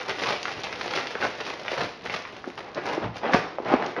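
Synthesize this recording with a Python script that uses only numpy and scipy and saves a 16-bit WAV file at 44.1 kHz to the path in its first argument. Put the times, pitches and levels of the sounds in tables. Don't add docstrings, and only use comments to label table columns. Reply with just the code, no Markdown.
import sys
import numpy as np
from scipy import signal
from scipy.io import wavfile

SR = 44100
rng = np.random.default_rng(int(sys.argv[2]) if len(sys.argv) > 2 else 0)


def log_audio(samples):
    frames = np.atleast_2d(samples).T
    limited = np.clip(frames, -1, 1)
    pcm = np.round(limited * 32767).astype(np.int16)
    wavfile.write(sys.argv[1], SR, pcm)


N = 176400


def amp(db):
    return 10 ** (np.asarray(db) / 20)


def unit(x):
    return x / np.sqrt(np.mean(x ** 2) + 1e-20)


def read(points, hz):
    f, value = np.transpose(points)
    return np.interp(np.log(hz + 1), np.log(f + 1), value)


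def add(mix, s, sound):
    part = mix[max(round(s * SR), 0):][:len(sound)]
    part += sound[:len(part)]


def colour(x, points, size=4096):
    log_gain = np.log(amp(read(points, abs(np.fft.fftfreq(size, 1 / SR)))))
    response = np.exp(np.conj(signal.hilbert(log_gain)))
    taps = np.fft.ifft(response).real[:size // 2]
    return signal.oaconvolve(x, taps)[:len(x)]


def ring(x, hz, q):
    return signal.lfilter(*signal.iirpeak(min(hz, SR / 4), max(q, .6), SR), x)


def effort(rows, curve):
    t, power = np.arange(N) / SR, 0
    for s, rise, fall, db in rows:
        from_peak = abs(t - s) / np.where(t < s, rise, fall)
        power += amp(db) ** 2 * np.exp(-2 * from_peak ** curve)
    return np.sqrt(power)


def crackle(level, per_s, thinning, spread_db, cap, q, plain, low_hz, high_hz, count=14):
    out, density = np.zeros(N), (level / level.max()) ** thinning
    for hz in np.geomspace(low_hz, high_hz, count):
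        size = amp(spread_db * np.minimum(rng.exponential(1, N), cap)) * rng.choice([-1, 1], N)
        happens = rng.random(N) < density * per_s / count / SR
        clicks = size * happens / np.sqrt(density + .0087)
        out += ring(clicks, hz, q) + plain * clicks
    return out


def blows(rows, q, chatter, chatter_s, low, high, size=4096):
    out, t = np.zeros(N), np.arange(size) / SR
    for (s, db, hz), noise in zip(rows, rng.standard_normal((len(rows), size))):
        push = (t == 0) + chatter * noise * np.exp(-t / chatter_s)
        band = signal.butter(2, [low * hz, min(high * hz, SR / 3)], "band", fs=SR, output="sos")
        hit = signal.sosfilt(band, ring(push, hz, q))
        add(out, s, amp(db) * hit / abs(hit).max())
    return out


# f/Hz, relative level/dB
AIR_TONE = [(25, -18), (60, -7.5), (400, -3), (2000, -15), (12000, -48)]
def air():
    return amp(-48) * unit(colour(rng.standard_normal(N), AIR_TONE))


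# f/Hz, fade/s
ECHO_FADES = [(100, 0.26), (500, 0.38), (4500, 0.59), (12000, 0.3)]
def room(x, early_db, early_s, tail_db, moves_per_s=9, size=32768, count=4):
    t, out = np.arange(size) / SR, x
    moves = moves_per_s * np.arange(N) / SR
    for k in range(count):
        taps = rng.choice([-1., 1.], (2, size)) * (rng.random((2, size)) < 3000 / SR) * (t > .002)
        early = taps[0] * np.exp(-t / early_s)
        hz, when, bands = signal.stft(taps[1], SR, nperseg=256)
        fade = np.exp(-np.log(1000) * when / read(ECHO_FADES, hz)[:, None])
        tail = signal.istft(bands * fade, SR)[1][:size]
        echo = amp(early_db) * early / np.linalg.norm(early) + amp(tail_db) * tail / np.linalg.norm(tail)
        share = np.sqrt(2 / count) * np.cos(np.pi * (moves * (1 + k / count) + k / count))
        out = out + signal.fftconvolve(x * share, echo)[:N]
    return out / np.sqrt(1 + amp(early_db) ** 2 + amp(tail_db) ** 2)


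# peak t/s, rise/s, fall/s, level/dB
WALL_BENDS = [(.57, 0.015, 0.026, -41.5), (1.82, 0.043, .044, -36.5), (2.12, .11, .055, -48.5),
              (3.035, 0.018, 0.095, -39)]
# f/Hz, relative level/dB
WALL_TONE = [(30, -49), (60, 4), (170, 9), (300, 5.5), (700, -55)]
def box_walls():
    return unit(colour(rng.standard_normal(N), WALL_TONE)) * effort(WALL_BENDS, curve=2.4)


# f/Hz, peak level/dB, time to fade by 60 dB/s
TABLE_NOTES = [(62.5, -44, 0.4), (115, -27, .28), (177, -33, 0.4)]
def table_bump(start_s=3.03, settle_s=.031, size=32768):
    out, t = np.zeros(N), np.arange(size) / SR
    judder = rng.standard_normal(size) * np.exp(-t / settle_s)
    for hz, db, fade_s in TABLE_NOTES:
        hum = ring(judder, hz, q=np.pi * hz * fade_s / np.log(1000))
        add(out, start_s, amp(db) * hum / abs(hum).max())
    return out


# t/s, peak level/dB, f/Hz
SIDE_THUMPS = [(3.3456, -2.5, 187), (3.7393, -1.5, 333)]
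def box_thumps(size=2048):
    out, t = np.zeros(N), (np.arange(size) - size // 2) / SR
    for s, db, hz in SIDE_THUMPS:
        from_peak = 2 * np.pi * hz * abs(t)
        add(out, s + t[0], amp(db) * (1 - from_peak) * np.exp(-from_peak))
    return out


# t/s, peak level/dB, f/Hz
FLAP_KNOCKS = [(1.154, -19, 450), (2.467, -30, 397), (2.475, -21, 338), (2.978, -14, 380),
               (3.028, -24, 590), (3.3445, -12.5, 810), (3.349, -8, 1040), (3.585, -14, 603),
               (3.601, -19, 377), (3.7385, -7, 265), (3.739, -15, 686)]
def flap_knocks():
    return blows(FLAP_KNOCKS, q=2.4, chatter=.025, chatter_s=.0035, low=.5, high=2.5)


PANEL_NOTES = [256, 442, 710, 785, 823, 1040]
def hollow_box(x, q, db):
    return x + amp(db) * sum(ring(x, hz, q) for hz in PANEL_NOTES)


# peak t/s, rise/s, fall/s, level/dB
CARD_SCRAPES = [(.3, .07, 0.033, -34), (.97, 0.041, 0.064, -34.5), (1.255, 0.031, .02, -26),
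                (1.79, 0.04, 0.055, -31), (2.67, 0.044, .04, -39.5), (2.778, 0.016, 0.016, -25),
                (2.92, 0.082, 0.096, -30), (3.034, 0.016, 0.036, -27.5), (3.245, 0.016, 0.096, -23.5),
                (3.345, 0.018, 0.021, -19.5), (3.39, 0.046, 0.12, -34), (3.665, 0.012, .02, -28),
                (3.728, 0.055, 0.038, -21.5), (3.83, 0.055, 0.065, -28.5), (3.985, 0.023, 0.066, -29.5)]
# f/Hz, relative level/dB
CARD_TONE = [(40, -27), (150, -9.5), (300, -2.5), (480, 0), (950, -4), (1600, -11), (2500, -17),
             (5600, -35.5), (12000, -54)]
def card_scrapes():
    level = effort(CARD_SCRAPES, curve=1.6) + amp(-60)
    slips = crackle(level, per_s=12000, thinning=.4, spread_db=4.5, cap=2.24,
                    q=1.78, plain=.12, low_hz=137, high_hz=5800)
    return unit(hollow_box(colour(slips, CARD_TONE), q=32, db=-7.5)) * level


# t/s, peak level/dB, f/Hz
CREASE_SNAPS = [(.015, -21.5, 1500), (.087, -20, 950), (.229, -26, 1910), (.324, -14, 2480),
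                (.430, -13, 4930), (.4548, -12, 1585), (.481, -17, 1800), (.635, -20.5, 4060),
                (.727, -18.5, 1590), (.811, -17, 1950), (.910, -20, 3470), (.937, -17, 1880),
                (.975, -15, 1620), (1.053, -35, 1710), (1.071, -16, 3280), (1.153, -14.5, 1310),
                (1.184, -24, 800), (1.213, -28, 1420), (1.226, -13.5, 1400), (1.255, -22, 855),
                (1.403, -18, 1260), (1.681, -14, 1960), (1.779, -14.5, 1130), (1.808, -16.5, 1510),
                (2.064, -24.5, 1310), (2.104, -24, 1750), (2.252, -20, 1440), (2.442, -21.5, 1180),
                (2.578, -21.5, 1500), (2.747, -24.5, 4020), (3.168, -30, 4540), (3.335, -4.5, 1420),
                (3.340, -12, 5400), (3.824, -15.5, 1380), (3.863, -21, 4000), (3.965, -14.5, 1010)]
def crease_snaps():
    return blows(CREASE_SNAPS, q=.98, chatter=.18, chatter_s=.0027, low=.25, high=1.64)


def clumps(per_s, fade_s, steady):
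    starts = 1. * (rng.random(N) < per_s / SR)
    bursts = signal.lfilter([1], [1, -np.exp(-1 / (fade_s * SR))], starts)
    return np.sqrt(steady + bursts)


# peak t/s, rise/s, fall/s, level/dB
BAG_SQUEEZES = [(0.0, .021, 0.025, -32.5), (.098, 0.039, 0.029, -29.5), (.215, 0.041, 0.046, -29.5),
                (.318, 0.094, 0.044, -26.5), (.48, 0.067, .07, -34.5), (.595, 0.033, 0.024, -35),
                (.642, 0.0076, 0.024, -30), (.735, 0.053, 0.021, -34.5), (.83, 0.053, .15, -31),
                (.965, .035, 0.043, -27.5), (1.075, 0.028, 0.16, -34), (1.24, 0.035, 0.056, -27.5),
                (1.41, 0.053, 0.027, -35.5), (1.495, 0.037, 0.053, -31), (1.6, 0.01, 0.027, -36.5),
                (1.672, .025, 0.018, -33), (1.722, .02, 0.032, -26.5), (1.83, 0.052, 0.04, -30.5),
                (2.06, .025, 0.028, -35), (2.142, 0.047, 0.049, -28), (2.29, 0.038, 0.11, -45.5),
                (2.48, 0.085, 0.1, -48.5), (2.585, 0.011, 0.027, -34.5), (2.9, 0.064, 0.052, -31.5),
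                (3.17, 0.017, 0.011, -30), (3.347, 0.028, 0.04, -30), (3.72, 0.05, 0.033, -38.5),
                (3.85, 0.064, 0.052, -38.5)]
# f/Hz, relative level/dB
BAG_TONE = [(40, -51), (90, -12.5), (220, -12), (480, -2.5), (800, -5.5), (1450, -10), (2050, -9),
            (4000, -16), (5600, -19.5), (12000, -24)]
def bag_crackle():
    level = effort(BAG_SQUEEZES, curve=1.6) + amp(-53)
    clicks = crackle(level, per_s=7500, thinning=.6, spread_db=4, cap=3.2,
                     q=1.95, plain=.15, low_hz=120, high_hz=7460)
    bursts = clumps(per_s=130, fade_s=.0025, steady=.16)
    return unit(colour(clicks * bursts, BAG_TONE)) * level


def scene():
    rustle = bag_crackle() + card_scrapes() + crease_snaps()
    hits = box_thumps() + flap_knocks()
    background = air()
    rustle = room(rustle, early_db=-15, early_s=.0044, tail_db=-4.5)
    hits = room(hits, early_db=-6, early_s=.0056, tail_db=-8.5)
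    return (background + rustle + hits + table_bump() + box_walls())[None]


# f/Hz, level/dB
TREBLE_TONE = [(5600, 0), (6300, -5.5), (7000, -13.5), (7500, -27.5), (8000, -50), (8800, -22),
               (10000, -13), (12000, -21.5), (14000, -35)]
def record(dry, low_hz=42, high_hz=14400):
    bass_cut = signal.butter(4, low_hz, "high", fs=SR, output="sos")
    treble_cut = signal.firwin(511, high_hz, window=("kaiser", 9), fs=SR)
    heard = signal.sosfilt(bass_cut, colour(dry[0], TREBLE_TONE))
    return signal.oaconvolve(heard, treble_cut, "same")[None]


dry = scene()
out = record(dry)
log_audio(out)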